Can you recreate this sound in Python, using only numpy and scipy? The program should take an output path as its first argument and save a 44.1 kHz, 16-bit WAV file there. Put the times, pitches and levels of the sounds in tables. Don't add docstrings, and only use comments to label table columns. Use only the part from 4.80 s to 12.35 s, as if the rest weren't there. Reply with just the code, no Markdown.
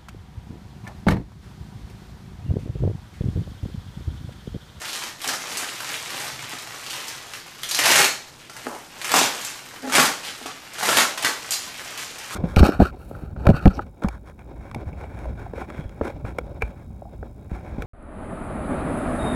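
import sys
import numpy as np
from scipy import signal
from scipy.fft import rfft, irfft, next_fast_len
from scipy.io import wavfile

SR = 44100
rng = np.random.default_rng(int(sys.argv[2]) if len(sys.argv) > 2 else 0)


def bounce(signal):
    frames = np.transpose(np.atleast_2d(signal))
    limited = np.clip(frames, -1, 1)
    pcm = np.round(limited * 32767).astype(np.int16)
    wavfile.write(sys.argv[1], SR, pcm)


def level_to_linear(level):
    exponent = np.asarray(level, float) / 20
    return 10 ** exponent


N = 332955
HOP = 40

# pitch_hz, level_per_hertz_db
RUMBLE_COLOUR = [(20, -3), (40, -8), (70, -1), (128, 0), (250, 0), (500, -5), (1500, -17.5), (5000, -18),
                 (15000, -58)]
# time_s, rms_level_db
HUM_LEVEL = [(0, -75), (.25, -57), (1.22, -60), (1.45, -50), (1.75, -50), (2.0, -59), (3.7, -58),
             (4.2, -65), (7.55, -61)]
# pitch_hz, time_to_fall_60_db_s
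GARAGE_RING = [(200, 0.39), (600, 0.46), (1800, 0.34), (5000, 0.45), (12000, 0.26)]
# pitch_hz, level_db, time_to_fall_60_db_s
PART_NOTES = [(252.5, -12, 0.098), (427, -11, 0.073), (640, -3.5, 0.016), (840, -14, 0.1),
              (1200, -17, 0.013), (1730, 4.5, 0.0048)]
# start_s, push_strength_db, hardness_0_to_1
BUMPS = [(0.471, -25.5, 0.9), (0.567, -34, 0.3), (0.826, -26, 0.48), (1.732, -26, 1), (3.118, -23, 0.61),
         (3.25, -22, 1), (3.694, -42, 0.55), (3.868, -17, 0.8), (3.951, -32, 0.3), (4.339, -12.5, 0.85),
         (4.415, -11, 0.45), (5.182, -5.5, 0.56), (5.614, -28.5, 0.56), (5.658, -24, 0.32),
         (6.028, -26.5, 0.57), (6.171, -12.5, 0.9), (6.447, -22, 0.12)]
# start_s, length_s, slips_per_s, strongest_slip_db
STICK_SLIPS = [(3.161, 0.11, 385, -21.5), (5.02, 0.057, 268, -24.5), (5.069, 0.015, 262, -21)]
# time_s, rustle_rms_db, commonest_fold_hz
SLACK_FILM = [(0, -38, 1990), (.3, -51.5, 2200), (.38, -54, 2300), (.6, -39.5, 2220), (1.25, -38.5, 2820),
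              (1.7, -42, 2130), (2.4, -43, 2180), (2.75, -48, 2295), (3.6, -52, 2140), (4.1, -49, 2210),
              (4.55, -38, 2167), (4.9, -46, 1992), (5.55, -45, 2504), (5.92, -47.5, 2210),
              (6.62, -41.5, 2500), (6.9, -40.5, 2820), (7.1, -40, 1996), (7.55, -43, 2620)]
# climb_start_s, climb_end_s, fall_start_s, level_at_climb_end_before_any_fall_db,
# commonest_fold_at_climb_end_hz
HAND_STROKES = [(0, 0.09, .19, -37, 3500), (.19, 0.218, 0.27, -36.5, 2180), (0.386, .47, .5, -31.5, 1920),
                (0.496, 0.536, 0.51, -36, 1920), (0.587, 0.675, 0.838, -35.5, 2630),
                (0.967, 1.136, 1.134, -33, 2270), (1.242, 1.326, 1.44, -35, 2020),
                (1.424, 1.48, 1.46, -31.5, 2200), (2.027, 2.064, 2.31, -39.5, 3460),
                (2.498, 2.53, 2.546, -42, 2000), (2.897, 3.07, 3.238, -21, 2310),
                (3.684, 3.766, 3.85, -45, 1910), (3.865, 3.859, 3.96, -40, 750),
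                (4.226, 4.365, 4.435, -22.5, 1970), (4.518, 4.594, 4.67, -37, 3240),
                (4.861, 4.893, 4.98, -48, 1660), (5.085, 5.15, 5.243, -21, 1720),
                (5.42, 5.444, 5.49, -35.5, 2804), (5.604, 5.684, 5.69, -43.5, 1890),
                (5.956, 6.051, 6.16, -26, 1620), (6.143, 6.164, 6.215, -23, 1698),
                (6.34, 6.37, 6.21, -32, 2360), (6.4, 6.445, 6.49, -27, 1770), (6.683, 6.7, 6.61, -30, 4370),
                (7.17, 7.18, 7.23, -37, 2800), (7.368, 7.385, 6.2, -37, 4270),
                (7.49, 7.517, 7.6, -35, 1970)]
# pitch_hz, level_per_hertz_db
FILM_COLOUR = [(88, -43), (150, -18), (208, -2.5), (258, -4.5), (410, 0.5), (488, -7.5), (790, 2),
               (2520, -0.5), (8510, -6.5), (12800, -36), (15200, 10.5)]
# start_s, crack_peak_db, ring_hz, run_rms_relative_to_crack_db
FOLD_SNAPS = [(0.0166, -20, 1540, -16), (0.0613, -21, 2030, -17), (0.093, -24, 4050, -13),
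              (0.1306, -18.5, 3390, -13), (0.1594, -17, 2720, -21), (0.2383, -16, 2980, -23),
              (0.2974, -26, 2310, -30), (0.4168, -20.5, 3470, -14.5), (0.443, -17, 1520, -12.5),
              (0.4759, -11.5, 5530, -14.5), (0.487, -11, 1630, -14), (0.5353, -14, 1530, -14),
              (0.6983, -20, 1530, -17.5), (0.7722, -13, 7900, -15), (0.8234, -22, 1970, -18),
              (0.8921, -18, 1770, -23), (1.0036, -17.5, 1530, -14.5), (1.4018, -17.5, 1630, -16),
              (1.736, -21.5, 1230, -17), (1.7854, -26, 4000, -11), (1.8728, -24, 1290, -15),
              (2.1029, -19, 3250, -13), (2.14, -27, 3180, -22), (2.2822, -19, 5400, -16),
              (2.5357, -23.5, 1720, -14), (2.833, -14.5, 3300, -14), (2.8894, -15, 6620, -14.5),
              (2.9114, -7.5, 4520, -15.5), (2.9473, -6.5, 5350, -16.5), (2.9896, -4.5, 1890, -14),
              (3.048, -14, 1730, -16), (3.1194, -5.5, 1880, -11.5), (3.2444, -2.5, 2480, -16),
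              (3.697, -24.5, 1280, -15), (3.7663, -23, 1920, -17), (3.9493, -25, 1340, -20),
              (4.2153, -14.5, 2340, -18), (4.2453, -11, 1970, -18), (4.2941, -15.5, 1970, -17.5),
              (4.3181, -4.5, 2520, -22.5), (4.3405, -1.5, 1310, -16.5), (4.4123, -4.5, 2660, -26),
              (4.6118, -19, 6700, -17), (4.6485, -12, 7300, -18), (5.1227, -11.5, 1390, -14),
              (5.1529, -3.5, 2230, -15.5), (5.1664, -6, 1600, -14), (5.1824, -8.5, 1130, -13),
              (5.4493, -23, 2970, -12), (5.66, -18.5, 1232, -14.5), (5.9848, -19.5, 1356, -15),
              (6.0297, -10.5, 1590, -14.5), (6.0542, -10, 1820, -14.5), (6.0892, -2, 1360, -16.5),
              (6.1708, -3, 1245, -18), (6.185, 0, 1240, -16.5), (6.3763, -12, 1620, -16.5),
              (6.4258, -13.5, 2796, -14.5), (6.4468, -4.5, 1660, -14.5), (6.7077, -9, 7274, -16),
              (6.7196, -12, 4300, -12.5), (6.7339, -12.5, 4250, -12), (6.9416, -28, 2441, -16),
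              (7.1761, -19.5, 2760, -15), (7.1934, -19, 1690, -15), (7.3839, -24, 6009, -14),
              (7.5087, -21.5, 1360, -17)]

RUMBLE_DB = -53
HUM_HZ, HUM_RING_S = 127.3, 1.35 / 8.9
SHAKE_DB = -26
GARAGE_DB = 0
JERK_DB = -5.5
BUILD_DB, LET_GO_DB_PER_S = 18, 360
SAG_OCTAVES_PER_S = 1.1
USUAL_FOLD_HZ, USUAL_DB = 2300, -35
COARSE_DB, COARSE_DB_PER_OCTAVE, COARSE_FOLLOWS = 1, -8.5, 0.017
FINE_DB, FINE_DB_PER_OCTAVE, FINE_FOLLOWS = 3, -2.5, 0.018
TAUT_SNAPS_PER_S, TAUT_DB = 50, -27
TAUT_CRACK_DB, TAUT_RUN_DB, TAUT_SPREAD_DB, TAUT_SPREAD_OCTAVES = 9, -11.5, 6, 0.47
RINGING_HZ, RUN_CYCLES = 5330, 11


def rms_one(x):
    return x / np.sqrt(np.mean(x ** 2) + 1e-20)


def in_time(rows):
    s, *columns = np.transpose(rows)
    return [np.interp(np.arange(0, N, HOP) / SR, s, column) for column in columns]


def fill(slow):
    return np.interp(np.arange(N) / HOP, np.arange(len(slow)), slow)


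def at_hz(points, hz):
    table = np.array(points)
    return np.interp(np.log(hz), np.log(table[:, 0]), table[:, 1])


def coloured(x, spectrum):
    hz = np.maximum(np.arange(len(x) // 2 + 1) * SR / len(x), 1)
    return rms_one(irfft(rfft(x) * level_to_linear(at_hz(spectrum, hz)), len(x)))


def drift(rate):
    r = np.exp(-2 * np.pi * HOP * rate / SR)
    noise = rng.standard_normal(len(range(0, N, HOP)) + 2000)
    return rms_one(signal.lfilter([1], [1, -2 * r, r * r], noise)[2000:])


def ring(clicks, hz, t60):
    r, w = level_to_linear(-60 / (t60 * SR)), 2 * np.pi * hz / SR
    return signal.lfilter([1, -r * np.cos(w)], [1, -2 * r * np.cos(w), r * r], clicks + 1e-18)


def rumble():
    noise = rng.standard_normal(next_fast_len(N))
    return level_to_linear(RUMBLE_DB) * coloured(noise, RUMBLE_COLOUR)[:N]


def hum(film_db):
    note = ring(rng.standard_normal(N), HUM_HZ, HUM_RING_S)
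    level = np.hypot(level_to_linear(in_time(HUM_LEVEL)[0]), level_to_linear(film_db + SHAKE_DB))
    return fill(level) * rms_one(note)


def garage(x):
    t, step, size = np.arange(SR * 6 // 10) / SR, 1024, 30000
    noise, tails = rng.standard_normal((2, 24, len(t))), 0
    for k, low in enumerate(60 * 2 ** np.arange(8)):
        band = signal.butter(2, [low, min(2 * low, .45 * SR)], "band", fs=SR, output="sos")
        octave = signal.sosfilt(band, noise[k % 2])
        decay = level_to_linear(-60 * t / at_hz(GARAGE_RING, 1.16 * low))
        tails = tails + octave * decay * np.clip((t - .002) / 0.0034, 0, 1)
    spots = rfft(tails / np.sqrt(np.sum(tails ** 2, axis=1))[:, None], size)
    padded, out = np.pad(x, (step, 2 * step)), np.zeros(N + 2 * size)
    for i in range(0, N + step, step):
        piece = padded[i:i + 2 * step] * np.hanning(2 * step)
        out[i:i + size] += irfft(rfft(piece, size) * spots[rng.integers(24)], size)
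    return level_to_linear(GARAGE_DB) * out[step:step + N]


def part(pushes):
    return sum(level_to_linear(db) * (-1) ** k * ring(pushes, hz, t60) for k, (hz, db, t60) in enumerate(PART_NOTES))


def knocks():
    pushes, jerks = np.zeros((2, N + 400))
    for s, db, hard in BUMPS:
        push = np.hanning(round(SR * 0.0034 * 0.093 ** np.clip(hard, 0, 1)) + 2)
        start = round(s * SR)
        pushes[start:][:len(push)] += level_to_linear(db) * push / push.sum()
        jerks[start:][:len(push)] += level_to_linear(db + JERK_DB) * rms_one(np.gradient(push))
    return part(pushes[:N]) - jerks[:N]


def creaks():
    slips = np.zeros(N)
    for start, length, per_s, db in STICK_SLIPS:
        t = np.arange(0, length, 1 / per_s)
        uneven = rng.normal(0, 8.8, 60)[:len(t)]
        at = ((start + t) * SR + uneven).astype(int)
        slips[at] = level_to_linear(db) * np.sin(np.pi * t / length)
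    softened = signal.lfilter([.1], [1, -.93], slips)
    return part(softened)


def pulling():
    t, (slack_db, slack_hz) = np.arange(0, N, HOP) / SR, in_time(SLACK_FILM)
    power = level_to_linear(slack_db) ** 2
    octaves = power * np.log2(slack_hz)
    for climb_start, climb_end, fall_start, db, hz in HAND_STROKES:
        climb_db = BUILD_DB * np.clip((climb_end - t) / max(climb_end - climb_start, .002), 0, 5)
        fall_db = LET_GO_DB_PER_S * np.maximum(t - fall_start, 0)
        stroke = level_to_linear(db - climb_db - fall_db) ** 2
        sag = SAG_OCTAVES_PER_S * np.clip(t - climb_end, climb_start - climb_end, fall_start - climb_end)
        power = power + stroke
        octaves = octaves + stroke * (np.log2(hz) - sag)
    return 10 * np.log10(power), 2 ** (octaves / power)


def folds(film_db, common_hz, per_s, spread_db, clump_db, cycles, favour_db):
    shift, effort = np.log2(common_hz / USUAL_FOLD_HZ), film_db - USUAL_DB
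    coarse_db = COARSE_DB + COARSE_DB_PER_OCTAVE * shift + COARSE_FOLLOWS * effort
    fine_db = FINE_DB + FINE_DB_PER_OCTAVE * shift + FINE_FOLLOWS * effort
    pitches = np.geomspace(200, 14000, 19)[:, None]
    coarse = np.clip(np.log2(1700 / pitches), 0, 1)
    fine = np.clip(np.log2(pitches / 3500), 0, 1)
    near_common = np.exp(-(np.log2(pitches / common_hz) / 0.78) ** 2)
    tilt_db = coarse * coarse_db + fine * fine_db + favour_db * near_common
    shares = np.sqrt(pitches) * level_to_linear(at_hz(FILM_COLOUR, pitches) + tilt_db)
    shares *= level_to_linear(film_db) / np.sqrt(np.sum(shares ** 2, axis=0))
    clump, out = drift(41), np.zeros(N)
    for hz, share in zip(pitches[:, 0], shares):
        count = int(per_s * np.sqrt(hz / 1000) * N / SR)
        place, size, side = rng.random((3, 12000))[:, :count]
        strength = level_to_linear(spread_db * np.minimum(-np.log(1 - size), 4.5))
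        clicks = np.zeros(N)
        clicks[(place * N).astype(int)] = strength * np.sign(side - .5)
        band = signal.butter(1, [hz / 1.44, min(hz * 1.345, .45 * SR)], "band", fs=SR, output="sos")
        swarm = rms_one(signal.sosfilt(band, ring(clicks, hz, cycles / hz)))
        clumping = level_to_linear(clump_db * (clump + 0.52 * drift(8.2)))
        out += swarm * fill(share * clumping)
    return out


def taut_snaps(film_db, common_hz):
    place, loud, size = rng.random((round(TAUT_SNAPS_PER_S * N / SR), 3)).T
    at = (place * len(film_db)).astype(int)
    crack_db = film_db[at] + TAUT_CRACK_DB + TAUT_SPREAD_DB * (2 * loud - 1)
    ring_hz = common_hz[at] * 2 ** (TAUT_SPREAD_OCTAVES * (2 * size - 1))
    rows = np.c_[at * HOP / SR, crack_db, ring_hz, np.full(len(at), TAUT_RUN_DB)]
    return rows[film_db[at] > TAUT_DB]


def snaps(rows):
    out, t = np.zeros(N + 3000), np.arange(3000) / SR
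    for (s, crack_db, hz, run_db), noise in zip(rows, rng.standard_normal((150, 2, len(t)))):
        broad = signal.butter(1, [hz / 5.4, min(hz * 4.46, .4 * SR)], "band", fs=SR)
        crack = -(t == 0).astype(float) + 0.39 * noise[0] * np.exp(-t / 0.00059)
        crack = signal.lfilter(*broad, crack + 0.27 * ring(crack, hz, 3.8 / hz))
        run = noise[0] * noise[1] ** 2 * np.exp(-t / 0.008) * np.minimum(t / 0.0018, 1)
        ringing = min(hz / RINGING_HZ, 1) * rms_one(ring(run, hz, RUN_CYCLES / hz))
        run = signal.lfilter(*broad, rms_one(run) + ringing)
        run = level_to_linear(run_db) * run / np.sqrt(np.mean(run[:400] ** 2))
        snap = crack / np.abs(crack).max() + run
        out[round(s * SR):][:len(t)] += level_to_linear(crack_db) * snap
    return signal.sosfilt(signal.butter(2, [400, 13000], "band", fs=SR, output="sos"), out[:N])


def scene():
    film_db, common_hz = pulling()
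    wrap = folds(film_db, common_hz, per_s=140, spread_db=3.5, clump_db=2.0, cycles=2.87, favour_db=5)
    wrap = wrap + snaps(np.r_[FOLD_SNAPS, taut_snaps(film_db, common_hz)])
    body = knocks() + creaks()
    room = garage(wrap + level_to_linear(-6.0) * body)
    mix = wrap + body + room + rumble() + hum(film_db)
    return np.tile(mix, (2, 1))


def top_cut(x):
    return signal.sosfilt(signal.butter(12, 16340, fs=SR, output="sos"), x)


def record(dry):
    rounded = dry / (1 + (dry / .85) ** 4) ** .25
    cut = signal.cheby2(12, 50, 15300, fs=SR, output="sos")
    finished = signal.sosfilt(cut, rounded)
    return top_cut(finished)


dry = scene()
out = record(dry)
bounce(out)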